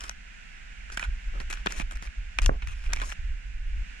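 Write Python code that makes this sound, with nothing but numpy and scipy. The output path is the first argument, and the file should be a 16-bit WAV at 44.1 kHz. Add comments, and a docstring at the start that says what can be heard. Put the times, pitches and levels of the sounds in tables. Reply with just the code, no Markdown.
"""Stiff fan palm fronds snap and scrape against a camera as someone carries it through them in a yard.
Leaf tips strike the shell and blades slide along it in tiny slips; each contact rings leaf and shell.
Something soft and heavy bumps the camera once. Wind and handling rumble in its two microphone ports,
over a steady distant hiss. Gain control dips after the loudest moments."""
import sys
import numpy as np
from scipy import signal
from scipy.fft import rfft, irfft
from scipy.io import wavfile
from scipy.ndimage import uniform_filter1d

SR = 44100
rng = np.random.default_rng(int(sys.argv[2]) if len(sys.argv) > 2 else 0)


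def wrap_up_sound(samples):
    """Save the sound to the file named by the first command line argument, as 16-bit audio."""
    columns = np.atleast_2d(samples).T
    # keep every value between -1 and 1, then stretch to whole-number steps
    tamed = np.clip(columns, -1, 1)
    steps = np.round(tamed * 32767).astype(np.int16)
    wavfile.write(sys.argv[1], SR, steps)


N = 176400

# Contact balance, left minus right: bass_pan_db, middle_pan_db, treble_pan_db
CONTACT_PAN_DB = [-1.5, -.6, 1.8]


def amp(db):
    """Decibels to gain."""
    return 10 ** (np.asarray(db) / 20)


def spectrum_at(points, hz):
    """Interpolates (freq_hz, value) rows on a log-frequency axis."""
    freq_hz, value = np.transpose(points)
    return np.interp(np.log(hz + 1), np.log(freq_hz + 1), value)


def curve(points):
    """Joins (time_s, value) rows by straight lines."""
    return np.interp(np.arange(N) / SR, *np.transpose(points))


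def pan(db):
    """Constant-power stereo gains from left minus right dB."""
    gains = amp(np.array([np.atleast_1d(db), -np.atleast_1d(db)]) / 2)
    return gains / np.sqrt(np.mean(gains ** 2, axis=0))


def add(mix, start_s, sound):
    """Mixes in a stereo sound."""
    part = mix[:, max(round(start_s * SR), 0):][:, :sound.shape[1]]
    part += sound[:, :part.shape[1]]


def hiss():
    """Distant hiss, strongest near 2 kHz and to the right, over the low rumble of the surroundings."""
    colour = [(71, -41), (120, -10.5), (184, -4.5), (217, -8.5), (301, -19), (334, -23), (362, -22),
              (580, -27), (742, -22.5), (1190, -22), (1490, -5.5), (1940, -7), (2290, -5), (2810, -7),
              (3050, -14), (4230, -24.5), (7200, -25), (13600, -54), (16000, -51)]  # mid spectrum: freq_hz, gain_db
    swell = [(0, 2), (.4, 4.5), (.8, 4.5), (1.2, 6.5), (2.2, 4), (3.2, 5), (3.6, 2), (3.9, 7), (4, 6)]  # slow drift: time_s, gain_db
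    width = [(110, 11), (200, 3.5), (380, 3.5), (700, 14), (1290, 2), (2380, -6), (4400, 3.5), (8120, 1.5),
             (15000, 1)]  # stereo width: freq_hz, side_minus_mid_db
    balance = [(200, -.5), (1100, -1.5), (1550, -3.5), (2000, -4), (2400, -12.5), (3000, -6), (3800, 0),
               (4500, -7), (5500, 4), (7500, 4), (10000, 0.5)]  # direction: freq_hz, pan_db
    gain_db, low_cut_hz = -56, 70
    hz = np.fft.rfftfreq(N, 1 / SR)
    low_cut = hz ** 2 / (hz ** 2 + low_cut_hz ** 2)
    mid, side = rfft(rng.standard_normal((2, N))) * amp(spectrum_at(colour, hz)) * low_cut
    side *= amp(spectrum_at(width, hz))
    stereo = irfft(np.array([mid + side, mid - side]) * pan(spectrum_at(balance, hz)), N)
    return stereo / np.std(irfft(mid, N)) * amp(gain_db + curve(swell))


def wind():
    """Gusts and handling buffet both ports nearly alike."""
    gusts = [(0.0, -43.5), (0.41, -50), (1.05, -39.5), (1.09, -25), (1.18, -32.5), (1.2, -51), (1.26, -30),
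             (1.4, -31.5), (1.7, -39.5), (1.86, -28), (1.93, -41.5), (1.98, -27.5), (2.02, -45),
             (2.09, -33), (2.14, -62), (2.19, -29), (2.35, -46), (2.45, -12), (2.61, -35.5), (2.65, -28),
             (2.84, -37), (2.87, -25), (3.11, -33.5), (3.16, -54), (3.19, -32.5), (3.34, -27),
             (3.39, -39.5), (3.81, -26), (3.85, -39.5), (4.0, -46.5)]  # buffeting envelope: time_s, gain_db
    colour = [(10, -8.5), (22, 1), (40, 3.5), (55, -4), (75, -20.5), (110, -27), (200, -50), (400, -57),
              (900, -87)]  # rumble spectrum: freq_hz, gain_db
    gain_db, pan_db, high_cut_hz, common_share = 1, -1.8, 900, 0.96
    hz = np.fft.rfftfreq(N, 1 / SR)
    shape = amp(spectrum_at(colour, hz)) / (1 + (hz / high_cut_hz) ** 2)
    rumble = irfft(rfft(rng.standard_normal((3, N))) * shape, N)
    air = np.sqrt(common_share) * rumble[0] + np.sqrt(1 - common_share) * rumble[1:]
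    running_rms = np.sqrt(uniform_filter1d((air ** 2).mean(0), size=3500))
    return air / running_rms * amp(curve(gusts) + gain_db) * pan(pan_db)


def knock():
    """A soft, heavy bump rings only the camera's low resonances."""
    modes = [(121, -1, 0.037, .3), (257, 2.5, 0.015, .9), (520, 8, 0.012, 1.57), (660, -0.5, .012, 1.9),
             (1140, 8, 0.012, 2.36), (1460, 8.5, 0.0089, 1.2)]  # dull ring: freq_hz, gain_db, t60_s, right_phase_rad
    start_s, gain_db, push_peak_s = 2.4932, -17, 0.0007
    t = np.arange(4096) / SR
    hz, db, t60_s, right_phase = np.transpose(modes)[:, :, None]
    phase = 2 * np.pi * hz * t
    ring = (amp(db - 60 * t / t60_s) * np.sin([phase, phase - right_phase])).sum(1)
    push = np.exp(-(4 * (t - push_peak_s) / push_peak_s) ** 2)
    thud = signal.fftconvolve(ring, push[None] / push.sum(), axes=1)
    out = np.zeros((2, N))
    add(out, start_s, amp(gain_db) * thud * pan(CONTACT_PAN_DB[0]))
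    return out


def contact_noise(samples, own_gain=0.6):
    """Contact noise common to both ports, plus a part that each hears alone."""
    noise = rng.standard_normal((samples, 3)).T
    return noise[0] + own_gain * noise[1:]


def shell(force, leaf_hz, levels_db, pan_db, span_s):
    """A force rings leaf and shell; where it lands sets three band levels, as rms over span_s."""
    shell_modes = [(170, -1.5, 0.02, 0.88), (351, 2, 0.014, 2.53), (574, 6.5, 0.0073, 2.01),
                   (1086, 0, 0.0064, 3.62), (1503, -2.5, 0.014, 2.47), (1893, -3.5, 0.0094, 1.46),
                   (2412, -5.5, 0.016, 1.57), (2830, -2.5, 0.0045, 1.01), (3300, -6.5, 0.0025, 1.06),
                   (4400, -4, 0.0025, 2.1), (5560, 0, 0.0067, 2.2), (6760, 5, 0.0019, 1.74),
                   (9600, -44, .0015, 0.72), (12200, -12, 0.0016, 0.65)]  # shell resonances: freq_hz, gain_db, t60_s, right_phase_rad
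    bands = [(115, 1005), (980, 3750), (3800, 11050)]  # bass, middle, treble: low_hz, high_hz
    leaf_t60_s, rasp_t60_s, detune = 0.012, 0.008, 0.05
    rasp_hz = rng.uniform(4900, 7500)
    modes = np.array(shell_modes, float)
    contact_modes = [(hz, 0, t60_s, np.interp(hz, modes[:, 0], modes[:, -1]))
                     for hz, t60_s in [(leaf_hz, leaf_t60_s), (rasp_hz, rasp_t60_s)]]
    modes[:, 0] *= 1 + detune * rng.uniform(-1, 1, len(modes))
    hz, db, t60_s, right_phase = np.vstack([modes, contact_modes]).T[:, :, None]
    t = np.arange(1024) / SR
    phase = 2 * np.pi * hz * t
    ring = (amp(db - 60 * t / t60_s) * np.cos([phase, phase - right_phase])).sum(1)
    sound = signal.fftconvolve(force, ring, axes=1)
    out = 0
    for edges_hz, level_db, band_pan_db in zip(bands, levels_db, CONTACT_PAN_DB):
        band = signal.sosfilt(signal.butter(3, edges_hz, "bandpass", fs=SR, output="sos"), sound)
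        band *= np.sqrt(span_s * SR / np.sum(band ** 2, axis=1, keepdims=True))
        out += band * amp(level_db) * pan(band_pan_db + pan_db)
    return out


def scrape(length_s, leaf_hz, levels_db, pan_db):
    """A ribbed blade sticks and slips: clumps of uneven clicks over a soft rub."""
    slips_per_s, spread_db, rub = 1800, 4, 0.22
    clump_hz, clump_db = 109, 1
    attack_s, release_s = 0.0013, 0.016
    t = np.arange(8192) / SR
    hz = np.fft.rfftfreq(len(t), 1 / SR)
    chance, size = rng.random((2, len(t)))
    slips = (chance < slips_per_s / SR) * amp(-spread_db * np.log(size + 0.06))
    friction = contact_noise(len(t)) * (slips + rub)
    clumps = irfft(rfft(rng.standard_normal(len(t))) * np.exp(-(hz / clump_hz) ** 2))  # ribs catching
    clumps /= np.sqrt(np.mean(clumps ** 2))
    pressure = np.clip(np.minimum(t / attack_s, (length_s - t) / release_s + 0.5), 0, 1)
    force = friction * pressure * amp(-clump_db * clumps)
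    return shell(force, leaf_hz, levels_db, pan_db, span_s=length_s)


def snap(crackle_t60_s, leaf_hz, levels_db, pan_db):
    """A leaf tip strikes: one blow, a fast-dying crackle, a faint shiver of the leaf."""
    blow, shiver_db, shiver_t60_s = 1.6, -23, 0.025
    t = np.arange(2048) / SR
    crackle = amp(-60 * t / crackle_t60_s)
    shiver = amp(shiver_db - 60 * t / shiver_t60_s)
    force = contact_noise(len(t)) * (crackle + shiver)
    force[:, 0] += blow
    return shell(force, leaf_hz, levels_db, pan_db, span_s=0.005)


def fronds():
    """Snaps and scrapes, with a faint return from the wall and the leaves around."""
    # Tip strikes: start_s, crackle_t60_s, leaf_hz, bass_db, middle_db, treble_db, pan_db
    snaps = [(0.0075, 0.0029, 3110, -55, -42, -39, -2), (0.038, 0.026, 3100, -49, -39.5, -39, -2),
             (0.0944, 0.0065, 2750, -52.5, -34, -31.5, 5), (0.9, 0.014, 1590, -51, -38.5, -55, -2),
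             (0.9726, 0.027, 1550, -39.5, -25, -34, -5), (0.995, 0.012, 2010, -51, -29, -39, -4),
             (1.015, 0.008, 1560, -59, -45, -50, 6), (1.0268, 0.013, 1560, -44.5, -28.5, -55, -7),
             (1.038, 0.021, 2230, -52, -35.5, -46, 0), (1.401, 0.032, 1800, -39, -34, -45.5, -1),
             (1.501, 0.012, 1500, -47, -37, -40, 2), (1.509, 0.018, 2550, -61, -33.5, -41, -2),
             (1.527, 0.025, 1680, -53, -30, -36.5, 2), (1.538, 0.0054, 2580, -56, -38.5, -41, -4),
             (1.572, 0.022, 1530, -63, -39.5, -59, 18), (1.6602, 0.021, 1280, -28, -25, -36.5, 1),
             (1.669, 0.016, 1320, -28.5, -20, -50, 3), (1.7225, 0.0048, 1600, -64, -35, -34, 6),
             (1.7983, 0.0034, 2520, -43, -33.5, -52, 5), (1.799, 0.013, 2520, -29, -30.5, -43, -29),
             (1.911, 0.0089, 1400, -74, -39, -46, 9), (1.955, 0.036, 1380, -53, -42.5, -48, -1),
             (1.971, 0.0083, 1920, -61, -41.5, -50, 1), (2.024, 0.0093, 1280, -42.5, -40, -47.5, -2),
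             (2.072, 0.017, 2400, -73, -41, -65, -6), (2.3868, 0.0094, 2620, -40, -19, -32, -2),
             (2.395, 0.012, 2150, -45, -35, -49, -1), (2.4185, 0.013, 2350, -51, -36.5, -37.5, 11),
             (2.461, 0.0057, 2830, -41, -22.5, -23, 0.5), (2.534, 0.0061, 1110, -37.5, -61, -66, 2),
             (2.6212, 0.036, 2360, -49.5, -34, -54, -1), (2.672, 0.015, 2020, -53, -36, -43, 2),
             (2.862, 0.011, 2480, -59, -39.5, -57, -7), (2.9227, 0.01, 1530, -53, -39, -64, 16),
             (2.93, 0.0045, 1340, -47, -29.5, -55, -16), (2.9342, 0.0052, 2420, -46, -25, -24, -0.5),
             (2.9618, 0.011, 2550, -47, -37.5, -41.5, 5), (2.97, 0.0068, 2330, -65, -32.5, -54, -6),
             (3, 0.0064, 3110, -51, -34.5, -45, 0), (3.016, 0.041, 1350, -39.5, -26, -39, 3.5),
             (3.1185, 0.0071, 1770, -64, -36, -57, 8), (3.123, 0.0033, 1660, -51, -33.5, -47, 3)]
    # Blade slides: start_s, length_s, leaf_hz, bass_db, middle_db, treble_db, pan_db
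    scrapes = [(0, 0.1, 1260, -59, -47, -52, 1), (0.1, 0.026, 1500, -66, -48, -57, 1),
               (0.917, 0.037, 1500, -56.5, -46.5, -48.5, -2.5), (1.0, 0.056, 1500, -66, -38.5, -51, -4.5),
               (1.335, 0.056, 1240, -50, -50, -65, -3), (1.408, 0.02, 1640, -48.5, -47, -54, -6),
               (1.499, 0.054, 1670, -56, -43, -49, 4), (1.55, 0.059, 2530, -65, -50.5, -60, -2),
               (1.68, 0.11, 2600, -50.5, -46.5, -51.5, -0.5), (1.705, 0.02, 2520, -67, -40, -47, -4),
               (1.76, 0.061, 2310, -59, -43, -45.5, 5), (1.804, 0.019, 2360, -48.5, -36.5, -55, 4),
               (1.908, 0.029, 1270, -52.5, -45.5, -51, -2), (2.022, 0.049, 2120, -57, -48, -52.5, -0.5),
               (2.42, 0.029, 2600, -54, -38, -42, -0.5), (2.45, 0.04, 1250, -48, -47, -46, 3),
               (2.497, 0.027, 1100, -34, -65, -82, 1), (2.526, 0.046, 1110, -45, -61, -76, -1),
               (2.626, 0.02, 2570, -62, -44.5, -63, -2), (2.679, 0.059, 2630, -71, -45.5, -53, 0),
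               (2.747, 0.099, 2530, -71, -55.5, -60.5, -1), (2.838, 0.045, 2660, -77, -50.5, -56, -1),
               (2.889, 0.045, 1560, -50, -45, -61, -1), (2.94, 0.088, 2330, -53, -44, -52, -6),
               (3.021, 0.022, 1030, -46, -37, -50, -4), (3.042, 0.06, 1260, -55, -50, -46, 0.5),
               (3.089, 0.045, 1660, -65, -44, -46.5, -1)]
    yard_db, yard_t60_s = -25, 0.25
    direct = np.zeros((2, N))
    for start_s, crackle_t60_s, leaf_hz, *levels_db, pan_db in snaps:
        add(direct, start_s, snap(crackle_t60_s, leaf_hz, levels_db, pan_db))
    for start_s, length_s, leaf_hz, *levels_db, pan_db in scrapes:
        add(direct, start_s, scrape(length_s, leaf_hz, levels_db, pan_db))
    t = np.arange(16384) / SR
    tail = rng.standard_normal((2, len(t))) * amp(-60 * t / yard_t60_s)
    tail /= np.linalg.norm(tail[0])
    return direct + amp(yard_db) * signal.fftconvolve(direct, tail, axes=1)[:, :N]


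def scene():
    """Fronds and a knock on the camera, over wind and distant hiss."""
    return fronds() + knock() + wind() + hiss()


def record(dry):
    """Gain control dips after loud peaks; a low-pass limits the band."""
    threshold_db, duck_share, release_db_per_s, cutoff_hz = -34, 0.15, 42, 16200
    smoother = [1 / 512], [1, 1 / 512 - 1]  # one pole, 12 ms
    power = signal.lfilter(*smoother, (dry ** 2).mean(0))
    fall_db = np.arange(N) * release_db_per_s / SR
    held_db = np.maximum.accumulate(10 * np.log10(power + 1e-12) + fall_db) - fall_db
    over_db = np.maximum(held_db - threshold_db, 0)
    ducked = dry * amp(-duck_share * signal.lfilter(*smoother, over_db))
    low_pass = signal.firwin(511, cutoff_hz, window=("kaiser", 9), fs=SR)
    return signal.oaconvolve(ducked, low_pass[None], "same")


dry = scene()
out = record(dry)
wrap_up_sound(out)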